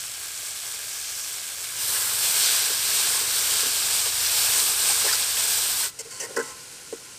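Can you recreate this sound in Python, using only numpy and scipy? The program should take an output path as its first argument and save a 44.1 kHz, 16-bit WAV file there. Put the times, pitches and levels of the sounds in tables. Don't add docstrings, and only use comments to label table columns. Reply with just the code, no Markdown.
import sys
import numpy as np
from scipy import signal
from scipy.fft import rfft, irfft, next_fast_len
from scipy.io import wavfile

SR = 44100
rng = np.random.default_rng(int(sys.argv[2]) if len(sys.argv) > 2 else 0)


def transcribe(signal):
    frames = np.atleast_2d(signal).T
    limited = np.clip(frames, -1, 1)
    pcm = np.round(limited * 32767).astype(np.int16)
    wavfile.write(sys.argv[1], SR, pcm)


N = 316880
T = np.arange(N) / SR

# (frequency [Hz], gain [dB])
RESTING_SPECTRUM = [(88, -70), (150, -30), (436, -12.5), (471, -15), (618, -12), (985, -16), (1150, -12),
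                    (1400, -10.5), (1600, -6.5), (1830, -8.5), (2230, -6), (8170, -3), (15500, -20.5)]
STIRRED_SPECTRUM = [(88, -53), (150, -20), (285, -19), (445, -9.5), (530, -12.5), (1630, -8), (1910, -8.5),
                    (4650, -2.5), (6600, -3), (8490, 1), (10700, -6), (13300, -5.5), (15500, -12)]
FAR_SPECTRUM = [(71, -24), (120, -8.5), (216, -13), (367, -11), (509, -6.5), (552, -14), (704, -18),
                (863, -14), (936, -20), (1080, -16.5), (1190, -19.5), (1410, -12.5), (1650, -15),
                (8770, -10), (15500, -29)]
# (frequency [Hz], width [Hz], gain [dB])
BOWL_RESONANCES = [(453, 68, 1), (1080, 37, 1.5), (1626, 150, 3.5), (1913, 240, -3.5), (6570, 720, -2.5),
                   (8270, 1500, 1), (10850, 1260, -4.5), (12700, 2100, 1)]
# (time [s], push length [s], level [dB], relative spatter [dB], relative spray [dB])
FOOD_TURNS = [(1.75, .21, -27.5, -4, -4), (2.15, 0.13, -26.5, -2, -4.5), (2.33, 0.11, -26.6, 1, -7.6),
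              (2.82, 0.18, -26, -1.2, -8), (3.03, .07, -31, -9.5, -11), (3.29, .09, -28, -2.5, -7),
              (3.44, .14, -27.5, -1, -8.5), (3.73, 0.22, -28, -1.6, -7), (4.14, 0.13, -30, -0.5, -4),
              (4.3, 0.082, -25.5, -2, -4.5), (4.49, 0.087, -26, -7.5, -9), (4.78, 0.087, -25.5, -3.5, -9),
              (4.97, 0.12, -31, 1, -8), (5.3, .1, -28, -3.5, -7), (5.44, 0.12, -29.5, -2.5, -3.5),
              (5.7, .14, -31.5, -3.5, -9)]
# (frequency [Hz], level [dB], time to decay by 60 dB [s])
PAN_MODES = [(254.6, -12, 0.33), (308, -13, 0.24), (368, -7.5, 0.2), (397, -3, 0.11), (460.5, 1, 0.14),
             (484, -1.5, 0.08), (510, 0, 0.08), (590, -6, 0.059), (653, -12, 0.09), (782, -12, .08),
             (847, -15.5, 0.21), (938, -12.5, 0.18), (1036, -12.5, 0.48), (1077, -7.5, 0.14),
             (1322, -16.5, 0.48), (1400, -13, 0.13), (1460, -9, 0.13), (1503, -6.5, 0.12),
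             (1665, -4, 0.043), (1830, -11, 0.083), (1920, -4.5, 0.082), (1990, -9.5, 0.29),
             (2530, -12, .1), (2760, -20, .12)]
# (frequency [Hz], gain [dB])
EDGE_SPECTRUM = [(300, -66), (1000, -15), (2000, -13), (2600, -2.5), (3200, -8), (3900, -13), (4700, -4),
                 (6200, 1), (8200, 4.5), (10500, -8.5), (13000, -12), (15500, -17)]
# (frequency [Hz], width [Hz], gain [dB])
SPATULA_RESONANCES = [(2150, 200, 12), (2360, 200, -8), (3030, 130, 10), (3430, 400, -6), (4630, 250, 8),
                      (5230, 200, 6), (5720, 200, 4), (6600, 200, 3), (6760, 180, -2), (7200, 160, 0),
                      (7550, 150, 4), (9150, 490, 3), (11400, 200, -6)]
# (time [s], length [s], pan ring level [dB], rasp drive [dB], favoured pitch [Hz])
BLADE_STROKES = [(1.923, 0.26, -42.5, -47, 1500), (2.419, 0.31, -44.5, -44, 1400),
                 (3.13, 0.13, -42, -52, 1100), (4.52, 0.091, -41, -30, 1300), (4.869, .05, -42, -31, 900),
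                 (5.036, 0.046, -33.5, -42, 750), (5.075, 0.037, -38, -32.5, 2400),
                 (5.124, 0.043, -38.5, -26, 1400), (5.825, 0.048, -39.5, -40, 1600),
                 (5.988, .034, -44, -33.5, 480), (6.046, .022, -48, -47, 480),
                 (6.104, 0.13, -51.5, -42, 1200), (6.197, .07, -40.5, -33.5, 654),
                 (6.275, 0.1, -45.5, -56, 560), (6.362, 0.023, -27, -32, 480), (6.387, .036, -33, -38, 520),
                 (6.421, 0.12, -46.5, -42, 1150)]
# (time [s], length [s], pitch [Hz], level [dB])
BLADE_CATCHES = [(1.95, .04, 1650, -39), (4.883, .035, 808, -39), (5.069, .032, 1765, -31.5),
                 (5.122, .022, 1446, -34), (5.124, .016, 4840, -26.5), (6.09, .1, 4520, -49),
                 (6.195, 0.075, 1900, -43), (6.197, .022, 5980, -34), (6.381, 0.037, 1525, -33)]
# (time [s], level [dB], favoured pitch [Hz], ring time [share of the free pan's])
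PAN_BUMPS = [(2.698, -40, 419, 0.72), (3.205, -42.5, 400, 0.77), (3.631, -39, 420, 0.37),
             (3.656, -41.5, 200, 0.44), (4.062, -40.5, 430, .45), (6.366, -27, 1380, 1),
             (6.926, -30.5, 430, 0.41)]
# (time [s], firing rate [Hz])
SLOW_ENGINE_SPEED = [(1.8, 19.5), (2.33, 19.6), (2.57, 20.4), (3.9, 21.0), (4.5, 22.8)]
FAST_ENGINE_SPEED = [(3.0, 24.9), (4.27, 28.5), (4.59, 28.76), (4.9, 30.8), (5.65, 27.2), (5.86, 29.0)]
# (order [multiple of the firing rate], level [dB])
SLOW_HARMONICS = [(4, -64.5), (5, -60), (6, -65.5), (7, -67)]
FAST_HARMONICS = [(2, -60.5), (3, -58)]
# (frequency [Hz], gain [dB])
RUMBLE_SPECTRUM = [(20, -23), (40, 0), (75, -3), (110, 6), (160, -3.5), (260, -8.5), (500, -27.5)]

STIR_S, STEP_BACK_S = 1.79, 5.875
REST_DB, REST_SPATTER_DB, REST_SPRAY_DB, WARMING_DB_PER_S = -37, -3, -6, 1.2
SIMMER_DB, SIMMER_SPATTER_DB, SIMMER_SPRAY_DB = -33, -3.5, -4.5
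SPATTER_HZ, CORE_HZ, SPRAY_HZ = (2200, 5500), (6500, 10000), (11000, 15000)


def near_sizzle():
    resting = steam_bursts(rate=2600, spread_db=2.5, pop_db=-2, hiss_db=-2.5)
    stirred = steam_bursts(rate=5000, spread_db=1.5, pop_db=-2, hiss_db=-1)
    resting = colour(resting, RESTING_SPECTRUM, BOWL_RESONANCES)
    stirred = colour(stirred, STIRRED_SPECTRUM, BOWL_RESONANCES)
    stirring = np.clip((T - STIR_S) / 0.09 + .5, 0, 1)
    level_db, spatter_db, spray_db = frying_levels(stirring)
    out = 0
    for sizzle, share in ((resting, 1 - stirring), (stirred, stirring)):
        lag_s = 0.000914 * np.exp(0.328 * walk(2.5) * stirring)
        sizzle = sizzle + 0.087 * np.interp(T - lag_s, T, sizzle)
        out = out + np.sqrt(share) * balance_bursts(sizzle, spatter_db, spray_db)
    nearby = np.clip((STEP_BACK_S - T) / 0.076 + .5, 0, 1)
    return out * undb(level_db + 0.5 * walk(45)) * nearby


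def steam_bursts(rate, spread_db, pop_db, hiss_db):
    snaps = unit(clicks(rate, spread_db))
    pops = 0
    for hz in np.geomspace(700, 14000, 18):
        ring = signal.lfilter(*signal.iirpeak(hz, Q=4.5, fs=SR), clicks(rate * hz / 30000, spread_db))
        pops = pops + unit(ring) * np.sqrt(hz) * undb(3 * walk(35))
    return unit(snaps + undb(pop_db) * unit(pops) + undb(hiss_db) * rng.standard_normal(N))


def balance_bursts(sizzle, spatter_db, spray_db):
    spatter_rms, core_rms, spray_rms = (np.std(band(sizzle, *hz)) for hz in (SPATTER_HZ, CORE_HZ, SPRAY_HZ))
    lowpasses = (signal.butter(3, hz, fs=SR, output="sos") for hz in (1700, 6200, 10500))
    deep, below_core, below_spray = (signal.sosfiltfilt(sos, sizzle) for sos in lowpasses)
    spatter, core, spray = below_core - deep, below_spray - below_core, sizzle - below_spray
    spatter_gain = undb(spatter_db) * core_rms / spatter_rms
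    spray_gain = undb(spray_db) * core_rms / spray_rms
    deep_gain = spatter_gain ** 0.098
    return (deep * deep_gain + spatter * spatter_gain + core + spray * spray_gain) / core_rms


def frying_levels(stirring, drying_s=0.25):
    parts = [(1 - stirring, REST_DB + WARMING_DB_PER_S * T, REST_SPATTER_DB, REST_SPRAY_DB),
             (stirring, SIMMER_DB, SIMMER_SPATTER_DB, SIMMER_SPRAY_DB)]
    parts += [(flare(s, push_s, drying_s), *levels) for s, push_s, *levels in FOOD_TURNS]
    power = sum(np.outer(undb([0, spatter_db, spray_db]) ** 2, steam * undb(db) ** 2)
                for steam, db, spatter_db, spray_db in parts)
    core, spatter, spray = 10 * np.log10(power)
    return core, spatter - core, spray - core


def flare(s, push_s, drying_s):
    return np.clip((T - s) / push_s, 0, 1) * np.exp(-np.maximum(T - s - push_s, 0) / drying_s)


def far_sizzle(steady_db=-47, turn_db=-44.5):
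    bursts = steam_bursts(rate=4000, spread_db=2, pop_db=0.5, hiss_db=1.5)
    sizzle = colour(bursts, FAR_SPECTRUM, resonances=[(1025, 90, 7), (1470, 150, 4.0), (3500, 520, -3)])
    power = undb(steady_db) ** 2 + undb(turn_db) ** 2 * flare(5.99, push_s=.3, drying_s=0.87)
    away = np.clip((T - STEP_BACK_S) / 0.026 + .5, 0, 1)
    return sizzle / np.std(band(sizzle, 4500, 9700)) * np.sqrt(power) * away


def scrapes(slip_rate=1200, grit_rate=7900, ring_share=0.68, bite_db=5.5, bite_s=.015):
    body, edge = np.zeros(N), np.zeros(N)
    for s, length, ring_db, rasp_db, contact_hz in BLADE_STROKES:
        size = int(length * SR)
        progress = np.linspace(0, 1, size)
        bite = undb(bite_db * np.exp(-T[:size] / bite_s))
        pressure = np.minimum(1, np.minimum(progress / 0.066, (1 - progress) / 0.3)) * bite
        slips = clicks(slip_rate, spread_db=3.1, size=SR)[:size] * pressure
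        ring = pan_ring(slips, contact_hz, ring_share)
        add(body, s, ring * undb(ring_db) / np.std(ring[:size]))
        grit = clicks(grit_rate, spread_db=2.5, size=SR)[:size] * pressure
        add(edge, s, unit(unit(grit) + .5 * unit(slips)) * undb(rasp_db))
    return body + undb(3.0) * colour(edge, EDGE_SPECTRUM, SPATULA_RESONANCES)


def squeaks(slip_rate=2500, q=9):
    out = np.zeros(N)
    for s, length, hz, db in BLADE_CATCHES:
        size = int(length * SR)
        slips = clicks(slip_rate, spread_db=1.9, size=SR)[:size] * signal.windows.tukey(size, .6)
        resonance = signal.iirpeak(hz, q, fs=SR)
        note = signal.lfilter(*resonance, signal.lfilter(*resonance, np.pad(slips, (0, size))))
        add(out, s, note * undb(db) / np.std(note[:size]))
    return out


def pan_bumps(rattle_s=.002, tick_db=-15, tick_s=.004):
    body, edge, t = np.zeros(N), np.zeros(N), T[:SR // 50]
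    for s, db, contact_hz, ring_share in PAN_BUMPS:
        force = .3 * unit(rng.standard_normal(len(t)) * np.exp(-t / rattle_s)) / np.sqrt(len(t))
        force[0] += 1
        ring = pan_ring(force, contact_hz, ring_share)
        add(body, s, ring * undb(db) / np.std(ring[:len(t)]))
        tick = unit(rng.standard_normal(len(t)) * np.exp(-t / tick_s))
        add(edge, s, tick * undb(db + tick_db))
    return body + colour(edge, EDGE_SPECTRUM, SPATULA_RESONANCES)


def pan_ring(force, contact_hz, ring_share):
    t = T[:SR // 2]
    response = 0
    for k, (hz, db, t60) in enumerate(PAN_MODES):
        gain = undb(db) / np.hypot(1, 1.74 * (hz / contact_hz - contact_hz / hz))
        decay = np.exp(-np.log(1000) * t / (t60 * ring_share))
        response = response + (-1) ** k * gain * np.sin(2 * np.pi * hz * t) * decay
    return band(signal.fftconvolve(force, response), 230, 9000)


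def salt(start_s=0.87, end_s=1.32, level_db=-41):
    pour = np.interp(T, [start_s, start_s + 0.09, end_s - .08, end_s], [0, 1, 1, 0])
    return unit(band(clicks(3000, spread_db=2.2), 4900, 7000)) * pour * undb(level_db)


def engine(speed, harmonics, swell_s, end_s, fade_s, before_db, waver_db=2.0):
    firing_hz = np.interp(T, *np.transpose(speed)) * (1 + 0.006 * walk(11))
    phase = 2 * np.pi * np.cumsum(firing_hz) / SR
    envelope = np.interp(T, [swell_s, swell_s + fade_s, end_s - fade_s, end_s], [undb(before_db), 1, 1, 0])
    tones = sum(np.sqrt(2) * np.sin(k * phase) * undb(db + waver_db * walk(5.8)) for k, db in harmonics)
    return envelope * tones


def outdoors(rumble_db=-62.5, lift_db=4.0):
    slow = engine(SLOW_ENGINE_SPEED, SLOW_HARMONICS, swell_s=1.76, end_s=4.7, fade_s=.2, before_db=-10.5)
    fast = engine(FAST_ENGINE_SPEED, FAST_HARMONICS, swell_s=2.99, end_s=6.05, fade_s=.45, before_db=-11)
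    lift = np.interp(T, [STIR_S - .1, STIR_S, STEP_BACK_S, STEP_BACK_S + .05], [0, 1, 1, 0])
    rumble = unit(colour(rng.standard_normal(N), RUMBLE_SPECTRUM))
    return slow + fast + rumble * undb(rumble_db + lift_db * lift + walk(3.2))


def clicks(rate, spread_db, size=N):
    strength = undb(spread_db * np.minimum(rng.exponential(size=size), 5))
    return (rng.random(size) < rate / SR) * strength * rng.choice([-1, 1], size)


def walk(rate):
    points = rng.standard_normal(4096)
    return 0.97 * np.interp(T * rate, np.arange(len(points)), points)


def colour(x, spectrum, resonances=()):
    size = next_fast_len(N + 8192) // 2 * 2
    f = np.arange(size // 2 + 1) * SR / size
    hz, db = np.transpose(spectrum)
    shape_db = np.interp(np.log(f + 1), np.log(hz), db)
    for centre, width, gain in resonances:
        shape_db = shape_db + gain * np.exp(-2 * ((f - centre) / width) ** 2)
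    cepstrum = irfft(np.log(undb(shape_db)))
    cepstrum[1:size // 2] *= 2
    cepstrum[size // 2 + 1:] = 0
    return irfft(rfft(x, size) * np.exp(rfft(cepstrum)))[:N]


def band(x, lo_hz, hi_hz):
    return signal.sosfilt(signal.butter(3, [lo_hz, hi_hz], "band", fs=SR, output="sos"), x)


def undb(db):
    return 10 ** (np.asarray(db) / 20)


def unit(x):
    return x / np.sqrt(np.mean(x ** 2) + 1e-20)


def add(out, s, x):
    i = int(s * SR)
    out[i:i + len(x)] += x[:N - i]


def scene():
    mono = near_sizzle() + far_sizzle() + salt() + scrapes() + squeaks() + pan_bumps() + outdoors()
    return np.array([mono, mono])


def record(dry):
    return signal.sosfilt(signal.ellip(12, .1, 90, 15450, fs=SR, output="sos"), dry)


dry = scene()
out = record(dry)
transcribe(out)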